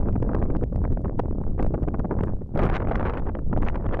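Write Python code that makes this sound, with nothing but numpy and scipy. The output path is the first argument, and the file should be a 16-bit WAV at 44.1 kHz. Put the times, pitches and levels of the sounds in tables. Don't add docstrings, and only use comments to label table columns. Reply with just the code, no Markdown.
import sys
import numpy as np
from scipy import signal
from scipy.fft import rfft, irfft
from scipy.io import wavfile
from scipy.ndimage import uniform_filter1d

SR = 44100
rng = np.random.default_rng(int(sys.argv[2]) if len(sys.argv) > 2 else 0)


def log_audio(samples):
    frames = np.atleast_2d(samples).T
    limited = np.clip(frames, -1, 1)
    pcm = np.round(limited * 32767).astype(np.int16)
    wavfile.write(sys.argv[1], SR, pcm)


N = 176400

# (frequency [Hz], spectral density [dB per Hz])
HISS_SPECTRUM = [(100, -104), (1000, -110), (2000, -118), (3500, -122.5), (6000, -125), (10000, -127)]
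# (frequency [Hz], spectral density [dB per Hz])
CRACKLE_SPECTRUM = [(100, -80), (2000, -84), (4000, -93), (7000, -98.5), (10000, -100)]
# (time [s], peak pressure before saturation [fraction of full scale])
SLAPS = [(0.355, 0.18), (.394, 0.24), (.438, 0.3), (0.567, 0.3), (0.634, 0.12), (.761, 0.25), (0.924, 0.27),
         (1.195, 0.23), (1.628, 0.34), (1.741, 0.2), (1.831, 0.25), (1.995, 0.38), (2.236, 0.31),
         (2.553, 0.27), (2.577, 0.27), (2.598, 0.09), (2.659, 0.38), (2.672, .26), (2.967, 0.25),
         (3.587, 0.23), (3.62, 0.29), (3.652, 0.47)]
# (frequency [Hz], relative level [dB])
RUMBLE_SPECTRUM = [(1, -47), (8, -1.5), (14, 4.5), (25, -2.5), (40, -4.5), (60, -5.5), (85, -5.5),
                   (125, -13.5), (200, -16.5), (400, -51.5), (1000, -90.5)]
# (time [s], relative level [dB])
RUMBLE_ENVELOPE = [(0, -22), (.33, -25.5), (.55, -25.5), (.7, -29), (.93, -24), (1.15, -30.5),
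                   (1.45, -26.5), (1.65, -22), (1.8, -29.5), (2.08, -29.5), (2.22, -28), (2.33, -25.5),
                   (2.42, -32.5), (2.52, -38), (2.61, -22.5), (2.77, -25.5), (2.88, -26.5), (3.3, -27.5),
                   (3.47, -25), (3.59, -21.5), (3.75, -26.5), (4, -25.5)]
# (time [s], speed [1 = moderate wind])
BREEZE = [(0, 1.24), (.2, 0.56), (.3, 1.074), (.52, 1), (.69, 0.58), (.85, 0.68), (1.12, 0.62),
          (1.58, 0.67), (1.71, 0.7), (2.08, 0.67), (2.28, 0.99), (2.35, 0.65), (2.535, 0.6), (2.6, 2.1),
          (2.73, 1.43), (2.8, 0.56), (3.11, 1.45), (3.24, 0.65), (3.47, 0.37), (3.54, 0.95), (4, 0.76)]
# (peak time [s], width at half height [s], added speed [1 = moderate wind])
BUFFETS = [(0.011, 0.0046, 0.56), (0.06, 0.011, 0.77), (0.084, 0.026, 0.55), (0.16, 0.013, 1.18),
           (0.227, 0.0083, 1.57), (0.246, 0.007, 0.82), (0.266, 0.0092, 0.35), (0.298, 0.015, 0.73),
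           (0.35, 0.0064, 1.97), (0.427, 0.0083, 0.8), (0.458, 0.0029, 0.36), (0.504, 0.0081, 0.64),
           (0.556, 0.01, 0.64), (0.621, 0.0051, 0.4), (0.635, 0.0069, 0.99), (0.728, 0.007, 0.43),
           (0.761, 0.0048, 0.4), (0.818, 0.0067, 0.35), (0.853, 0.0067, 1.3), (0.908, 0.0067, 0.48),
           (0.927, 0.0044, 0.51), (1.055, 0.015, 0.82), (1.082, 0.004, 0.59), (1.195, 0.0095, 1.51),
           (1.259, 0.0088, 0.47), (1.299, 0.0046, 0.21), (1.415, 0.0088, 0.59), (1.601, 0.03, 1.03),
           (1.628, 0.0061, 1.34), (1.666, 0.0061, 0.57), (1.745, 0.016, 1.26), (1.784, 0.01, 0.64),
           (1.833, 0.024, 0.56), (1.882, 0.017, 0.89), (1.946, 0.014, 1.26), (1.997, 0.012, 0.97),
           (2.051, 0.014, 1.06), (2.115, 0.032, 0.95), (2.171, 0.0095, 0.73), (2.19, 0.009, 0.89),
           (2.209, 0.0054, 1.4), (2.235, 0.009, 1.1), (2.303, 0.019, 0.49), (2.418, 0.012, 0.68),
           (2.559, 0.0052, 1.46), (2.596, 0.012, 0.79), (2.64, 0.012, 0.8), (2.692, 0.0033, 0.53),
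           (2.757, 0.025, 1.33), (2.804, 0.0095, 0.78), (2.823, 0.011, 1.03), (2.85, 0.0061, 0.67),
           (2.874, 0.0053, 0.73), (2.887, 0.0052, 0.84), (2.916, 0.013, 1.1), (2.951, 0.012, 0.73),
           (2.967, 0.0033, 0.55), (3.008, 0.012, 0.66), (3.063, 0.025, 0.85), (3.095, 0.0068, 0.52),
           (3.151, 0.013, 0.5), (3.179, 0.021, 0.66), (3.225, 0.01, 0.36), (3.269, 0.014, 0.79),
           (3.292, 0.014, 0.86), (3.356, 0.017, 0.48), (3.39, 0.0078, 0.75), (3.529, 0.012, 0.39),
           (3.563, 0.0059, 0.66), (3.622, 0.0073, 0.67), (3.669, 0.014, 1.27), (3.755, 0.025, 0.53),
           (3.808, 0.0057, 0.29), (3.859, 0.019, 0.56), (3.938, 0.025, 0.95), (3.996, 0.01, 1.11)]
# (frequency [Hz], relative level [dB])
EDDY_SPECTRUM = [(30, -62), (120, -54.5), (220, -56.5), (380, -60.5), (500, -63), (750, -70), (1000, -78),
                 (1500, -88.5), (2000, -101), (3000, -118), (4500, -140), (8000, -170)]
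# (frequency [Hz], gain [dB])
PORT_RESPONSE = [(300, 1), (800, 0), (1500, 0.5), (3000, -2), (4200, -6.5), (6000, -6.5), (10000, -7.5)]
# (time [s], gain [dB], frequency factor [1])
INCIDENCE = [(0, -1, 0.7), (0.398, 2.5, 0.75), (1.199, 3, 0.86), (1.65, 2, 0.81), (2.301, 1, 0.77),
             (2.459, -6.5, 0.78), (2.559, 1, 0.82), (2.65, -2.5, 1.02), (2.76, -8, 1.85), (2.849, 0, 1.28),
             (3.15, -5.5, 1.27), (3.44, -0.5, 1.31), (3.572, 5, 0.66), (3.679, -7.5, 1.51),
             (3.821, -3.5, 1.17), (4, -4.5, 1.73)]

CEILING, EDGE_HZ, FADE_S = .24, 10800, .003


def gain_of(db):
    return 10 ** (np.asarray(db) / 20)


def level_at(spectrum, hz):
    frequencies, levels = np.transpose(spectrum)
    return np.interp(np.log(hz + 1e-3), np.log(frequencies), levels)


def curve(points):
    return np.interp(np.arange(N) / SR, *np.transpose(points))


def noise(spectrum):
    hz = np.fft.rfftfreq(N, 1 / SR)
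    return irfft(rfft(rng.standard_normal(N)) * gain_of(level_at(spectrum, hz)), N) * np.sqrt(SR / 2)


def hiss():
    return noise(HISS_SPECTRUM)


def ticks(per_s=13, level_db=-54.5, spread_db=5):
    occurs = rng.random(N) < per_s / SR
    return occurs * gain_of(level_db + spread_db * rng.standard_normal(N))


def overload(pressure, onset_power=13):
    crackle_gain = np.minimum(abs(pressure) / CEILING, 1) ** onset_power
    return np.clip(pressure, -CEILING, CEILING) + crackle_gain * noise(CRACKLE_SPECTRUM)


def slaps(wind, time_constant_s=0.00067):
    t, pulses = np.arange(N) / SR, np.zeros(N)
    for at, peak in SLAPS:
        near = slice(*np.searchsorted(t, [at - 10 * time_constant_s, at + 10 * time_constant_s]))
        pressure = wind[round(at * SR)]
        pulses[near] += (np.sign(pressure) * peak - pressure) / np.cosh((t[near] - at) / time_constant_s)
    return pulses


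def rumble(gain_db=1.5, window_samples=7000):
    pressure = noise(RUMBLE_SPECTRUM)
    local_power = uniform_filter1d(uniform_filter1d(pressure ** 2, window_samples), window_samples)
    steady = pressure / np.sqrt(local_power + 1e-20)
    return steady * gain_of(curve(RUMBLE_ENVELOPE) + gain_db)


def air_speed(flutter_depth=0.31, low_hz=19, top_hz=153, rise_share=0.43):
    t, hz = np.arange(N) / SR, np.fft.rfftfreq(N, 1 / SR)
    flutter_band = hz / (hz + low_hz) * np.exp(-(hz / top_hz) ** 2)
    flutter = irfft(rfft(rng.standard_normal(N)) * flutter_band, N)
    flutter /= np.sqrt(np.mean(flutter ** 2) + 1e-20)
    breeze = curve(BREEZE)
    speed = breeze * np.exp(flutter_depth * flutter / np.maximum(breeze, 1))
    for at, width, surge in BUFFETS:
        near = slice(*np.searchsorted(t, [at - 2 * width, at + 2 * width]))
        flank_s = width * np.where(t[near] < at, rise_share, 1 - rise_share)
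        speed[near] += surge * .5 ** (((t[near] - at) / flank_s) ** 2)
    return np.maximum(speed, .1)


def eddies(speed, bands=30, gain_db=-0.5, growth_db=3.12, punch_db=1):
    times, incidence_db, frequency_factor = np.transpose(INCIDENCE)
    slide = speed * curve(np.c_[times, frequency_factor])
    centres_hz = np.geomspace(30, 11000, bands)
    band_position = np.interp(np.log(np.fft.rfftfreq(N, 1 / SR) + 1), np.log(centres_hz), np.arange(bands))
    white, pressure = rfft(rng.standard_normal(N)) * np.sqrt(SR / 2), np.zeros(N)
    for k, hz in enumerate(centres_hz):
        band = irfft(white * np.maximum(1 - abs(band_position - k), 0), N)
        pressure += band * gain_of(level_at(EDDY_SPECTRUM, hz / slide) + level_at(PORT_RESPONSE, hz))
    force_db = growth_db * np.log2(speed) + punch_db * np.log2(speed / curve(BREEZE))
    return pressure * gain_of(gain_db + curve(np.c_[times, incidence_db]) + force_db)


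def scene():
    wind = eddies(air_speed()) + rumble()
    return (wind + slaps(wind) + ticks())[None]


def record(dry):
    electrical = overload(dry) + hiss()
    t = np.arange(N) / SR
    fade = np.sin(np.pi / 2 * np.minimum(np.minimum(t, t[::-1]) / FADE_S, 1)) ** 2
    lowpass = signal.firwin(255, EDGE_HZ, window=("kaiser", 9), fs=SR)
    return signal.oaconvolve(electrical * fade, lowpass[None], "same")


dry = scene()
out = record(dry)
log_audio(out)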